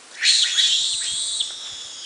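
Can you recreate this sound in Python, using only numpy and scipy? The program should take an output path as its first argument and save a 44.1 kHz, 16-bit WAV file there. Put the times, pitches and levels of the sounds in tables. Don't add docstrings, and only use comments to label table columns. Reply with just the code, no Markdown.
import sys
import numpy as np
from scipy import signal
from scipy.fft import rfft, irfft
from scipy.io import wavfile
from scipy.ndimage import uniform_filter1d

SR = 44100
rng = np.random.default_rng(int(sys.argv[2]) if len(sys.argv) > 2 else 0)


def transcribe(signal):
    frames = np.atleast_2d(signal).T
    limited = np.clip(frames, -1, 1)
    pcm = np.round(limited * 32767).astype(np.int16)
    wavfile.write(sys.argv[1], SR, pcm)


N = 90404
TIME_S, BIN_HZ = np.arange(N) / SR, np.fft.rfftfreq(N, 1 / SR)


def amp(db):
    return 10 ** (np.asarray(db) / 20)


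def unit_rms(x):
    return x / np.sqrt(np.mean(x ** 2) + 1e-20)


def log_interp(points, hz):
    point_hz, value = np.transpose(points)
    return np.interp(np.log(hz + 1), np.log(point_hz), value)


def noise(spectrum):
    return unit_rms(irfft(rfft(rng.standard_normal(N)) * amp(log_interp(spectrum, BIN_HZ)), N))


def wander(rate_hz):
    return unit_rms(irfft(rfft(rng.standard_normal(N)) * np.exp(-(BIN_HZ / rate_hz) ** 2), N))


def swell(at_s, sigma_s):
    return np.exp(-.5 * ((TIME_S - at_s) / sigma_s) ** 2)


# (frequency [Hz], relative level [dB])
HISS_SPECTRUM = [(15, -79.5), (25, -54.5), (205, -12.5), (283, -7), (313, -8.5), (571, -5.5), (616, -7.5),
                 (896, -6), (1040, -7), (1210, -5), (2500, -9), (3550, -8.5), (9910, -9), (12900, -62),
                 (21800, -120)]
def hiss(level_db=-45.5):
    return amp(level_db) * noise(HISS_SPECTRUM)


# (time [s], level [dB], sigma [s])
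BUMPS = [(0.3, -61.5, 0.025), (0.812, -53, 0.018), (0.946, -51, 0.007), (1.132, -49, 0.023),
         (1.727, -52.5, 0.017), (1.855, -55.5, 0.007), (1.974, -69, 0.023)]
# (time [s], level [dB])
RUMBLE_ENVELOPE = [(0, -87), (.55, -79), (.7, -76.5), (1.0, -92), (1.15, -62), (1.4, -64), (1.52, -70),
                   (1.7, -67), (2.05, -73)]
# (frequency [Hz], relative level [dB])
BUMP_SPECTRUM = [(20, -17.5), (50, -4.5), (90, 1.5), (160, -1), (260, -7), (600, -56), (3000, -73)]
RUMBLE_SPECTRUM = [(20, -14), (45, -7), (85, 1), (140, -5), (300, -24), (2000, -86.5)]
def handling():
    bumps = noise(BUMP_SPECTRUM) * sum(amp(db) * swell(at_s, sigma_s) for at_s, db, sigma_s in BUMPS)
    rumble = noise(RUMBLE_SPECTRUM) * amp(np.interp(TIME_S, *np.transpose(RUMBLE_ENVELOPE)))
    return bumps + rumble


# (time [s], level [dB], sigma [s], centre [Hz], width [octaves])
RUSTLES = [(1.506, -38, .0024, 620, .5), (1.507, -38.5, .0026, 1380, .3), (1.628, -47, .014, 1200, .8),
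           (1.673, -35.5, .0016, 2400, .28), (1.69, -49.5, .055, 1300, 1.2)]
def undergrowth():
    out = np.zeros(N)
    for at_s, db, sigma_s, centre_hz, width_oct in RUSTLES:
        grains = rng.standard_normal(N) * np.exp(.5 * wander(rate_hz=900))
        band = np.exp(-.5 * (np.log2((BIN_HZ + 1) / centre_hz) / width_oct) ** 2)
        out += amp(db) * swell(at_s, sigma_s) * unit_rms(irfft(rfft(grains) * band, N))
    return out


# (frequency [Hz], T60 [s])
FOREST_T60 = [(300, 0.31), (1800, 0.64), (4000, 0.5), (8000, 0.63), (11000, 0.52)]
def forest(x, near_db=-6, near_decay_s=0.004, echoes_per_s=2500, tail_db=-1.5, tail_rise_s=0.0078):
    t = np.arange(SR) / SR
    hz, frame_s, spectra = signal.stft(rng.standard_normal(SR), SR, nperseg=256)
    decay = amp(-60 * frame_s / log_interp(FOREST_T60, hz)[:, None])
    tail = signal.istft(spectra * decay, SR, nperseg=256)[1][:SR] * np.minimum(t / tail_rise_s, 1)
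    near = rng.standard_normal(SR) * (rng.random(SR) < echoes_per_s / SR) * np.exp(-t / near_decay_s)
    echoes = amp(tail_db) * tail / np.linalg.norm(tail) + amp(near_db) * near / np.linalg.norm(near)
    return amp(0.08) * (x + signal.fftconvolve(x, echoes)[:N])


# (time [s], level [dB], sigma [s], mid pitch [Hz], chop depth [0-1], octave overtone [dB])
SQUEAKS = [(.433, -20, .0055, 3150, .45, -12), (.938, -34, .007, 2950, .4, -20),
           (1.4095, -18.5, .0062, 3500, .9, -28), (2.047, -36, .006, 3100, .4, -20)]
def squeak(at_s, db, sigma_s, mid_hz, chop, overtone_db, fall_hz_per_s=33000, flutter_hz=315):
    t = TIME_S - at_s
    pitch_hz = mid_hz - fall_hz_per_s * np.clip(t, -2 * sigma_s, 2 * sigma_s)
    phase = 2 * np.pi * np.cumsum(pitch_hz) / SR
    voice = np.cos(phase) + amp(overtone_db) * np.cos(2 * phase)
    bursts = 1 + chop * np.cos(2 * np.pi * flutter_hz * t)
    return amp(db) * swell(at_s, sigma_s) * unit_rms(bursts * voice)


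# (frequency [Hz], gain [dB])
THROAT_RESPONSE = [(700, -2.5), (1150, -16), (1700, -3), (2200, -6.5), (2750, -3.5), (3080, -6), (3400, 1),
                   (3750, -1.5), (4150, -5.5), (4450, -2.5), (4750, -2.5), (5050, -2), (5500, 0.5),
                   (7900, -1), (9100, -6)]
def throat(x):
    gain = amp(log_interp(THROAT_RESPONSE, np.fft.rfftfreq(2 * N, 1 / SR)))
    return irfft(rfft(x, 2 * N) * gain)[:N]


ATTACK_S, RELEASE_S = 0.003, 0.026
BURST_SHARPNESS, BURST_FLOOR = 3.4, 0.13
SWING_HZ, SWING_LAG_RAD = 108, 0.31
PITCH_JITTER_HZ, FLUTTER_JITTER, SHIMMER, RASP_DB = 260, .18, .28, -1
WAVER_HZ, BLUR_RAD = 6, 0.69
# (frequency [Hz], relative level [dB])
RASP_SPECTRUM = [(100, -60), (1000, -45), (1700, -22), (2300, -17), (2900, -9), (4400, -12), (5100, -5),
                 (5900, -2), (7000, 0), (8500, -5), (10000, -7)]
# (time [s], pitch [Hz], flutter [Hz], chop depth [-], roughness [0-1],
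# source levels of partials 1, 2, 3, 4 [dB])
CALLS = [
    [(.11, 1061, 400, 0.26, 0.76, -38.5, -73, -79, -38.5), (.15, 1490, 381.3, .4, 0.83, -44, -68, -40, -67),
     (.18, 1974, 376, 0.88, 0.78, -35.5, -50.5, -68, -73),
     (.205, 2420, 393, 0.34, 0.63, -33, -54.5, -71, -65),
     (.235, 2920, 392, .4, 0.46, -29, -36.5, -71.5, -71)],
    [(.205, 1450, 480, .1, 0.64, -39.5, -68.5, -67.5, -68.5),
     (.225, 1799, 457.2, 0.24, 0.74, -19.5, -58, -55, -71),
     (.25, 2226, 449, 0.32, 0.78, -18.5, -31.5, -49.5, -68), (.275, 2974, 401, 1, 0.72, -21, -49, -48, -68),
     (.30, 3450, 406, 0.78, 0.5, -21.5, -31.5, -59, -69)],
    [(.17, 2122, 394.8, .1, 0.33, -70, -47.5, -77, -75),
     (.225, 2113, 397.4, 0.11, 0.42, -68.5, -39.5, -64.5, -71),
     (.255, 2113, 382.7, 0.48, 0.43, -50, -19, -56, -54.5),
     (.28, 2085, 381, .12, .42, -43.5, -12, -48, -25), (.32, 2105, 339, .15, .42, -45, -16, -48, -33),
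     (.375, 2085, 294, .35, .45, -55, -18.5, -50, -33),
     (.405, 1927, 263.5, 0.96, 0.4, -45, -21.5, -50, -31.5),
     (.424, 1817, 249, 1, 0.54, -50.5, -19, -41.5, -39.5)],
    [(.415, 1083, 385.4, 0.065, 0.41, -41, -70, -75, -72.5),
     (.44, 1400, 367, 0.13, 0.48, -29, -44, -53, -58), (.465, 1950, 381, 0.71, 0.52, -27.5, -28, -38, -52),
     (.49, 2650, 390, .9, .85, -25, -33, -43, -60), (.52, 3331, 352, .45, .65, -26, -34, -40, -75),
     (.56, 3338, 323, .58, .54, -29.5, -34.5, -43, -73), (.60, 3400, 306, .3, .35, -22, -43, -38, -67),
     (.622, 3090, 315, .15, .15, -20, -33, -40, -70), (.66, 3079, 314, .3, .05, -15.5, -38, -41, -68),
     (.698, 3079, 320, .15, .05, -21.5, -42, -42, -68), (.74, 3329, 272, .08, .1, -23, -42, -47, -70),
     (.785, 3475, 252, 0.046, .05, -39, -37.5, -45, -70), (.86, 3654, 263, 0.33, 0, -34.5, -43, -51, -68),
     (.92, 3490, 276, 0.2, 0.35, -34.5, -52, -56.5, -68)],
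    [(.535, 1130, 381.3, .05, .3, -30.5, -66, -73.5, -65),
     (.56, 1480, 374.6, 0.25, 0.41, -32.5, -37, -38.5, -71),
     (.58, 1830, 373.5, .35, 0.6, -25.5, -19.5, -41.5, -45), (.612, 2055, 354, .5, .35, -31, -20, -42, -40),
     (.63, 1878, 340, 1.3, .2, -50, -22, -35, -30), (.66, 1850, 309, 1.8, .12, -56, -19.5, -35, -34),
     (.70, 1855, 303, 1.5, .22, -55, -23, -36, -31), (.74, 1882, 265, 1, .25, -68, -23.5, -35, -37),
     (.815, 1890, 253, 1.3, .22, -68, -24.5, -40, -34), (.86, 1943, 250.5, 1.9, 0.23, -76, -25, -44, -32.5),
     (.91, 1967, 231.4, 1.3, 0.22, -73, -26, -40, -29.5),
     (1.005, 2010, 225.8, 0.97, 0.22, -58, -31, -50, -29), (1.06, 1972, 213, 1.3, .12, -70, -31, -46, -31),
     (1.14, 1970, 220, 1.3, .12, -70, -31, -46, -29.5), (1.195, 2019, 213, 1.4, .12, -60, -28.5, -44, -29),
     (1.32, 2016, 212, 1.4, .12, -65, -29, -46, -30),
     (1.395, 2044, 216.3, 0.59, 0.31, -61.5, -28, -48, -30)],
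    [(.995, 1139, 390, .05, 0.29, -47, -55, -71, -70),
     (1.012, 1451, 373.5, 0.27, 0.56, -37, -43, -64.5, -73),
     (1.026, 1861, 368, .5, 0.73, -34.5, -37, -66, -70),
     (1.045, 2500, 357.6, 4.2, 0.88, -37, -39.5, -49, -71),
     (1.072, 3187, 323, .25, 0.31, -26, -41, -52, -68), (1.11, 3297, 311, 0.18, 0.17, -31, -46, -43.5, -68),
     (1.2, 3460, 293.3, 0.23, 0, -39.5, -57, -69, -74), (1.29, 3525, 259.4, 0.38, 0.17, -35, -56, -67, -70),
     (1.39, 3340, 280, 0.9, 0, -46, -54, -67, -70)],
    [(1.42, 1704, 265.5, 1, .25, -70, -32, -42, -45), (1.5, 1770, 260.3, 1, 0.26, -73, -37.5, -46, -50),
     (1.56, 1860, 269, 0.58, 0.17, -68, -40.5, -45.5, -53),
     (1.66, 1752, 266.2, 1, 0.23, -55, -35.5, -43.5, -48),
     (1.73, 1687, 265.1, 0.88, 0.2, -62, -41, -45.5, -46.5),
     (1.80, 1720, 270, .9, 0.3, -66, -38.5, -45.5, -47.5),
     (1.91, 1661, 253.4, 0.85, 0.35, -69, -43, -46, -46),
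     (2.0, 1655, 264, 0.36, 0, -83, -37.5, -43.5, -45.5), (2.06, 1627, 275, 0.88, 0.54, -66, -46, -40, -51)],
]
def screech(call):
    times_s, *columns = np.transpose(call)
    pitch_hz, flutter_hz, chop, rough, *partials_db = [np.interp(TIME_S, times_s, c) for c in columns]
    attack = np.clip((TIME_S - times_s[0]) / ATTACK_S, 0, 1)
    release = np.clip(1 + (times_s[-1] - TIME_S) / RELEASE_S, 0, 1)

    flutter_hz *= 1 + FLUTTER_JITTER * rough ** 2 * wander(rate_hz=230)
    flutter_phase = 2 * np.pi * np.cumsum(flutter_hz) / SR
    bursts = BURST_FLOOR + np.exp(BURST_SHARPNESS * chop * (np.cos(flutter_phase) - 1))
    bursts /= np.sqrt(uniform_filter1d(bursts ** 2, size=900))
    bursts *= np.exp(SHIMMER * rough * wander(rate_hz=114))

    pitch_hz -= SWING_HZ * chop * np.sin(flutter_phase - SWING_LAG_RAD)
    pitch_hz += PITCH_JITTER_HZ * rough ** 2 * wander(rate_hz=433)
    pitch_hz += WAVER_HZ * wander(rate_hz=41.2)
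    phase = 2 * np.pi * np.cumsum(pitch_hz) / SR
    voice = np.zeros(N)
    for k, db in enumerate(partials_db, 1):
        phase_flicker = (k > 2) * BLUR_RAD * wander(rate_hz=760)
        voice += np.sqrt(2) * amp(db) * np.cos(k * phase + phase_flicker)

    overtone_rms = np.sqrt(sum(amp(db) ** 2 for db in partials_db[1:]))
    rasp = amp(RASP_DB) * rough * overtone_rms * noise(RASP_SPECTRUM)
    return attack * release * bursts * (voice + rasp)


def scene():
    calls = forest(throat(sum(screech(call) for call in CALLS)))
    squeaks = sum(squeak(*row) for row in SQUEAKS)
    scattered_squeaks = amp(-11) * forest(squeaks)
    background = hiss() + undergrowth() + handling()
    return (background + squeaks + scattered_squeaks + calls)[None]


def record(dry):
    lowpass = signal.firwin(601, 10100, window=("kaiser", 9), fs=SR)
    return signal.oaconvolve(dry, lowpass[None], "same")


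dry = scene()
out = record(dry)
transcribe(out)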